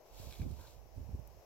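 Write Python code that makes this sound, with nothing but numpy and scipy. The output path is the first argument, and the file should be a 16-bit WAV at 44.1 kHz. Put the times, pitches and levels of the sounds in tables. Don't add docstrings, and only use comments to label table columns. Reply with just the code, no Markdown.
import sys
import numpy as np
from scipy import signal
from scipy.fft import rfft, irfft
from scipy.io import wavfile
from scipy.ndimage import uniform_filter1d

SR = 44100
rng = np.random.default_rng(int(sys.argv[2]) if len(sys.argv) > 2 else 0)


def dump(signal):
    limited = np.clip(np.atleast_2d(signal).T, -1, 1)
    pcm = np.round(limited * 32767).astype(np.int16)
    wavfile.write(sys.argv[1], SR, pcm)


N = 63945
T, HZ = np.arange(N) / SR, np.fft.rfftfreq(N, 1 / SR)

# time in seconds, relative level in dB.
ROAR_LEVEL = [(0, -62.5), (.25, -62.5), (.5, -63), (.8, -65), (.92, -65.5), (1.1, -63.5), (1.45, -64)]
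HISS_LEVEL = [(0, -71.5), (.9, -71.5), (1.02, -69.5), (1.22, -71), (1.45, -70)]
GUST_LEVEL = [(0.0, -75), (0.096, -74), (0.116, -57), (0.294, -45.5), (0.35, -57.5), (0.416, -42),
              (0.48, -36.5), (0.512, -44.5), (0.706, -59.5), (0.794, -51.5), (0.904, -60.5), (0.98, -45.5),
              (1.054, -48), (1.154, -45.5), (1.17, -48), (1.348, -58), (1.384, -54.5), (1.45, -78)]
# frequency in Hz, relative level in dB.
ROAR_SPECTRUM = [(30, 4), (120, -9.5), (220, -10.5), (400, 2.5), (600, 4.5), (820, 0.5), (1050, -6),
                 (1350, -17), (2000, -23), (3500, -51), (8000, -59)]
HISS_SPECTRUM = [(500, 0), (2000, -0.5), (2600, 1.5), (3400, -5), (4000, -3.5), (4500, -3), (5500, 3.5),
                 (6800, -2.5), (8000, -9), (9300, -12), (10500, -8), (12500, -1.5), (16000, -7)]
BUFFET_SPECTRUM = [(15, -28), (30, -6.5), (50, 10.5), (75, 3.5), (120, -3.5), (170, -15.5), (260, -18.5),
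                   (400, -27), (900, -53.5)]
EDDY_SPECTRUM = [(40, -31), (120, 0), (200, -2), (290, -6), (400, -12.5), (800, -35), (2000, -60)]
SWEEP_SPECTRUM = [(700, 8.5), (1200, 1), (1400, -4.5), (1980, -8), (2230, -3), (3110, -1.5), (3870, 1),
                  (7570, -2.5), (8440, -7.5), (9210, -18.5), (10000, -7), (12200, -4), (16000, -8)]
CRUNCH_SPECTRUM = [(500, -11), (1000, -9), (1300, -10), (1550, 7), (1900, -16.5), (2300, 3), (2800, -11.5),
                   (3900, -1.5), (4800, -8.5), (7000, -8.5), (9000, 1), (12000, 9), (16000, -6)]
TICK_SPECTRUM = [(2000, -32), (4000, -20), (5500, -9), (9000, -9), (11500, -2), (14800, 0), (16000, -3)]
# start, rise, hold and release in seconds,
# level in dB, slope in dB per second.
SWEEPS = [(0.043, .02, 0.068, 0.023, -71.5, 8), (0.119, 0.074, 0.23, 0.061, -57.5, -19),
          (0.455, 0.041, 0.071, 0.017, -65.5, -25), (0.56, 0.039, 0.11, 0.11, -62.5, -17)]
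# start, rise, hold and release in seconds, level in dB,
# resonance and its width in Hz.
SQUEEZES = [(0.089, 0.11, 0.062, 0.011, -63, 558, 200), (0.308, 0.011, 0.121, 0.021, -71.5, 2290, 390),
            (0.571, 0.041, 0.046, 0.018, -68.5, 1510, 187.3), (0.582, 0.018, 0.079, 0.014, -66, 967, 171)]
# peak time in seconds, level in dB, decay in seconds, centre in Hz.
CRUNCHES = [(0.18, -62, 0.0047, 3480), (0.31, -52.5, 0.0028, 3980), (0.3257, -48.5, 0.0014, 3300),
            (.3335, -52.5, 0.002, 3200), (.340, -56, 0.0032, 3000), (0.353, -59, 0.0075, 3170),
            (0.397, -63, 0.013, 3000), (0.4179, -53.5, 0.0029, 2310), (0.432, -63, 0.0034, 2500),
            (.481, -76, 0.003, 7500), (0.5136, -59, 0.002, 5600), (0.597, -67, .004, 4000),
            (0.614, -59, 0.0018, 4470), (.672, -62, 0.012, 3750)]
# time in seconds, level in dB, swing rate in Hz, width in seconds,
# the swing's left over right in dB, eddies relative to the swing in dB.
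PUFFS = [(.2, -47, 84, 0.0037, -18.5, -7.5), (0.275, -49.5, 109, 0.0059, -3, -7),
         (0.399, -37, 125, 0.0022, -9, -12.5), (.414, -31.5, 91.8, 0.0065, -4.5, -14.5),
         (.43, -36.5, 117, 0.0032, 8, -10), (.462, -43.5, 89, 0.0064, -17, 0.5),
         (0.508, -37, 93, 0.0026, -12.5, -14.5), (0.525, -45, 88, 0.0074, -28, -8),
         (.596, -45.5, 69, 0.0052, -9, -16), (.979, -40.5, 78, 0.0038, -11, -15.5),
         (1.012, -45.5, 68, 0.011, 3, -9.5), (1.094, -50.5, 140, 0.0022, -27.5, -9),
         (1.146, -31.5, 66, 0.0045, 4, -16), (1.195, -45.5, 105, 0.0022, -25.5, -11)]
# frequency in Hz, left over right in dB.
PORT_BALANCE = [(1000, 0), (2500, 2), (4500, -0.5), (7000, -0.5), (8800, -14), (11000, 0.5), (15000, 4.5)]

WIND_LIKENESS, CRUST_LIKENESS = 0.1, 0.61
EDDY_PAN_DB = -2


def amp(db):
    return 10 ** (np.asarray(db) / 20)


def pan(db):
    return amp([[db / 2], [-db / 2]])


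def level_db(points):
    return np.interp(T, *np.transpose(points))


def spectrum(points):
    hz, db = np.transpose(points)
    return amp(np.interp(np.log(HZ + 1), np.log(hz), db))


def colour(x, gain):
    filtered = irfft(rfft(x) * gain, N)
    return filtered / np.sqrt(np.mean(filtered ** 2) + 1e-20)


def pair(two, likeness):
    return np.array([two[0], likeness * two[0] + np.sqrt(1 - likeness ** 2) * two[1]])


def noise(points, likeness):
    return colour(pair(rng.standard_normal((2, N)), likeness), spectrum(points))


def grains(per_s, spread_db, likeness):
    size = amp(spread_db * np.minimum(rng.exponential(1, (2, N)), 5))
    sign = rng.choice([-1, 1], (2, N))
    snapping = rng.random((2, N)) < per_s / SR
    return pair(size * sign * snapping, likeness)


def gesture(start, rise, hold, release):
    return np.clip(np.minimum((T - start) / rise, 1 - (T - start - rise - hold) / release), 0, 1)


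def burst(peak_s, rise_s, decay_s):
    return np.clip(1 + (T - peak_s) / rise_s, 0, 1) * np.exp(-np.maximum(T - peak_s, 0) / decay_s)


def from_the_left(two, delay_ms):
    lag = np.exp(-2j * np.pi * HZ * delay_ms / 1000)
    return np.array([two[0], irfft(rfft(two[1]) * lag, N)])


def open_air():
    roar = amp(level_db(ROAR_LEVEL)) * noise(ROAR_SPECTRUM, likeness=0.65)
    hiss = amp(level_db(HISS_LEVEL)) * noise(HISS_SPECTRUM, likeness=0.1)
    return pan(4) * (roar + hiss)


def wind():
    gust_db = level_db(GUST_LEVEL)
    limit_db, strong_db, eddy_growth = -43, -51.5, 1.52
    buffet_db = np.minimum(gust_db, limit_db) - 8
    eddy_db = -74 + eddy_growth * (gust_db - strong_db)
    buffet = noise(BUFFET_SPECTRUM, WIND_LIKENESS)
    buffet /= np.sqrt(uniform_filter1d(buffet ** 2, int(0.023 * SR)) + 1e-6)
    eddies = noise(EDDY_SPECTRUM, WIND_LIKENESS)
    return amp(buffet_db) * pan(-21) * buffet + amp(eddy_db) * pan(EDDY_PAN_DB) * eddies


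def sweeping():
    level = sum(gesture(start, rise, hold, release) * amp(db + slope * (T - start - rise))
                for start, rise, hold, release, db, slope in SWEEPS)
    fine = grains(per_s=9000, spread_db=2, likeness=0.46)
    low_cut = HZ ** 2 / (HZ ** 2 + 560 ** 2)
    return level * colour(fine, spectrum(SWEEP_SPECTRUM) * low_cut)


def squeezing():
    slips = grains(per_s=3000, spread_db=2, likeness=CRUST_LIKENESS)
    out = 0
    for start, rise, hold, release, db, hz, width in SQUEEZES:
        resonance = 1 / (1 + 2j * (HZ - hz) / width) ** 2
        out += amp(db) * gesture(start, rise, hold, release) * colour(slips, resonance)
    return out


def crunching():
    snaps = grains(per_s=6200, spread_db=0.9, likeness=CRUST_LIKENESS)
    rise_s, width_octaves = 0.0014, 0.48
    out = 0
    for peak_s, db, decay_s, hz in CRUNCHES:
        clump = burst(peak_s, rise_s, decay_s)
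        band = 1 / (1 + (np.log2((HZ + 1) / hz) / width_octaves) ** 2)
        rms = amp(db) * np.sqrt(np.mean(clump ** 2))
        out += rms * colour(snaps * clump, spectrum(CRUNCH_SPECTRUM) * band)
    return out


def puffs():
    eddies = pan(EDDY_PAN_DB) * noise(EDDY_SPECTRUM, WIND_LIKENESS)
    out = 0
    for at, db, hz, width, side_db, eddy_db in PUFFS:
        widths_away = np.clip((T - at) / width, -20, 20)
        swing = np.sin(2 * np.pi * hz * (T - at)) / np.cosh(widths_away)
        shed = eddies / np.cosh(widths_away / 1.48)
        out += amp(db) * (pan(side_db) * swing + amp(eddy_db) * shed)
    return out


def tick():
    at = 1.2752
    snap = burst(at, rise_s=0.00045, decay_s=0.0009)
    fizz = amp(-14) * burst(at, rise_s=0.0009, decay_s=0.008)
    return amp(-53.5) * pan(8) * (snap + fizz) * noise(TICK_SPECTRUM, likeness=0.1)


def scene():
    hands = from_the_left(sweeping(), delay_ms=0.07)
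    hands += from_the_left(crunching() + squeezing(), delay_ms=0.034)
    return hands + tick() + wind() + puffs() + open_air()


def record(dry):
    dip_hz, dip_width_hz, dip_db = 9050, 640, -8.5
    dip = amp(dip_db * np.exp(-((HZ - dip_hz) / dip_width_hz) ** 2))
    balance = spectrum(PORT_BALANCE) ** np.array([[0.5], [-0.5]])
    shaped = irfft(rfft(dry) * dip * balance, N)
    band_limit = signal.firwin(511, 16000, window=("kaiser", 9), fs=SR)
    return signal.oaconvolve(shaped, band_limit[None], "same")


dry = scene()
out = record(dry)
dump(out)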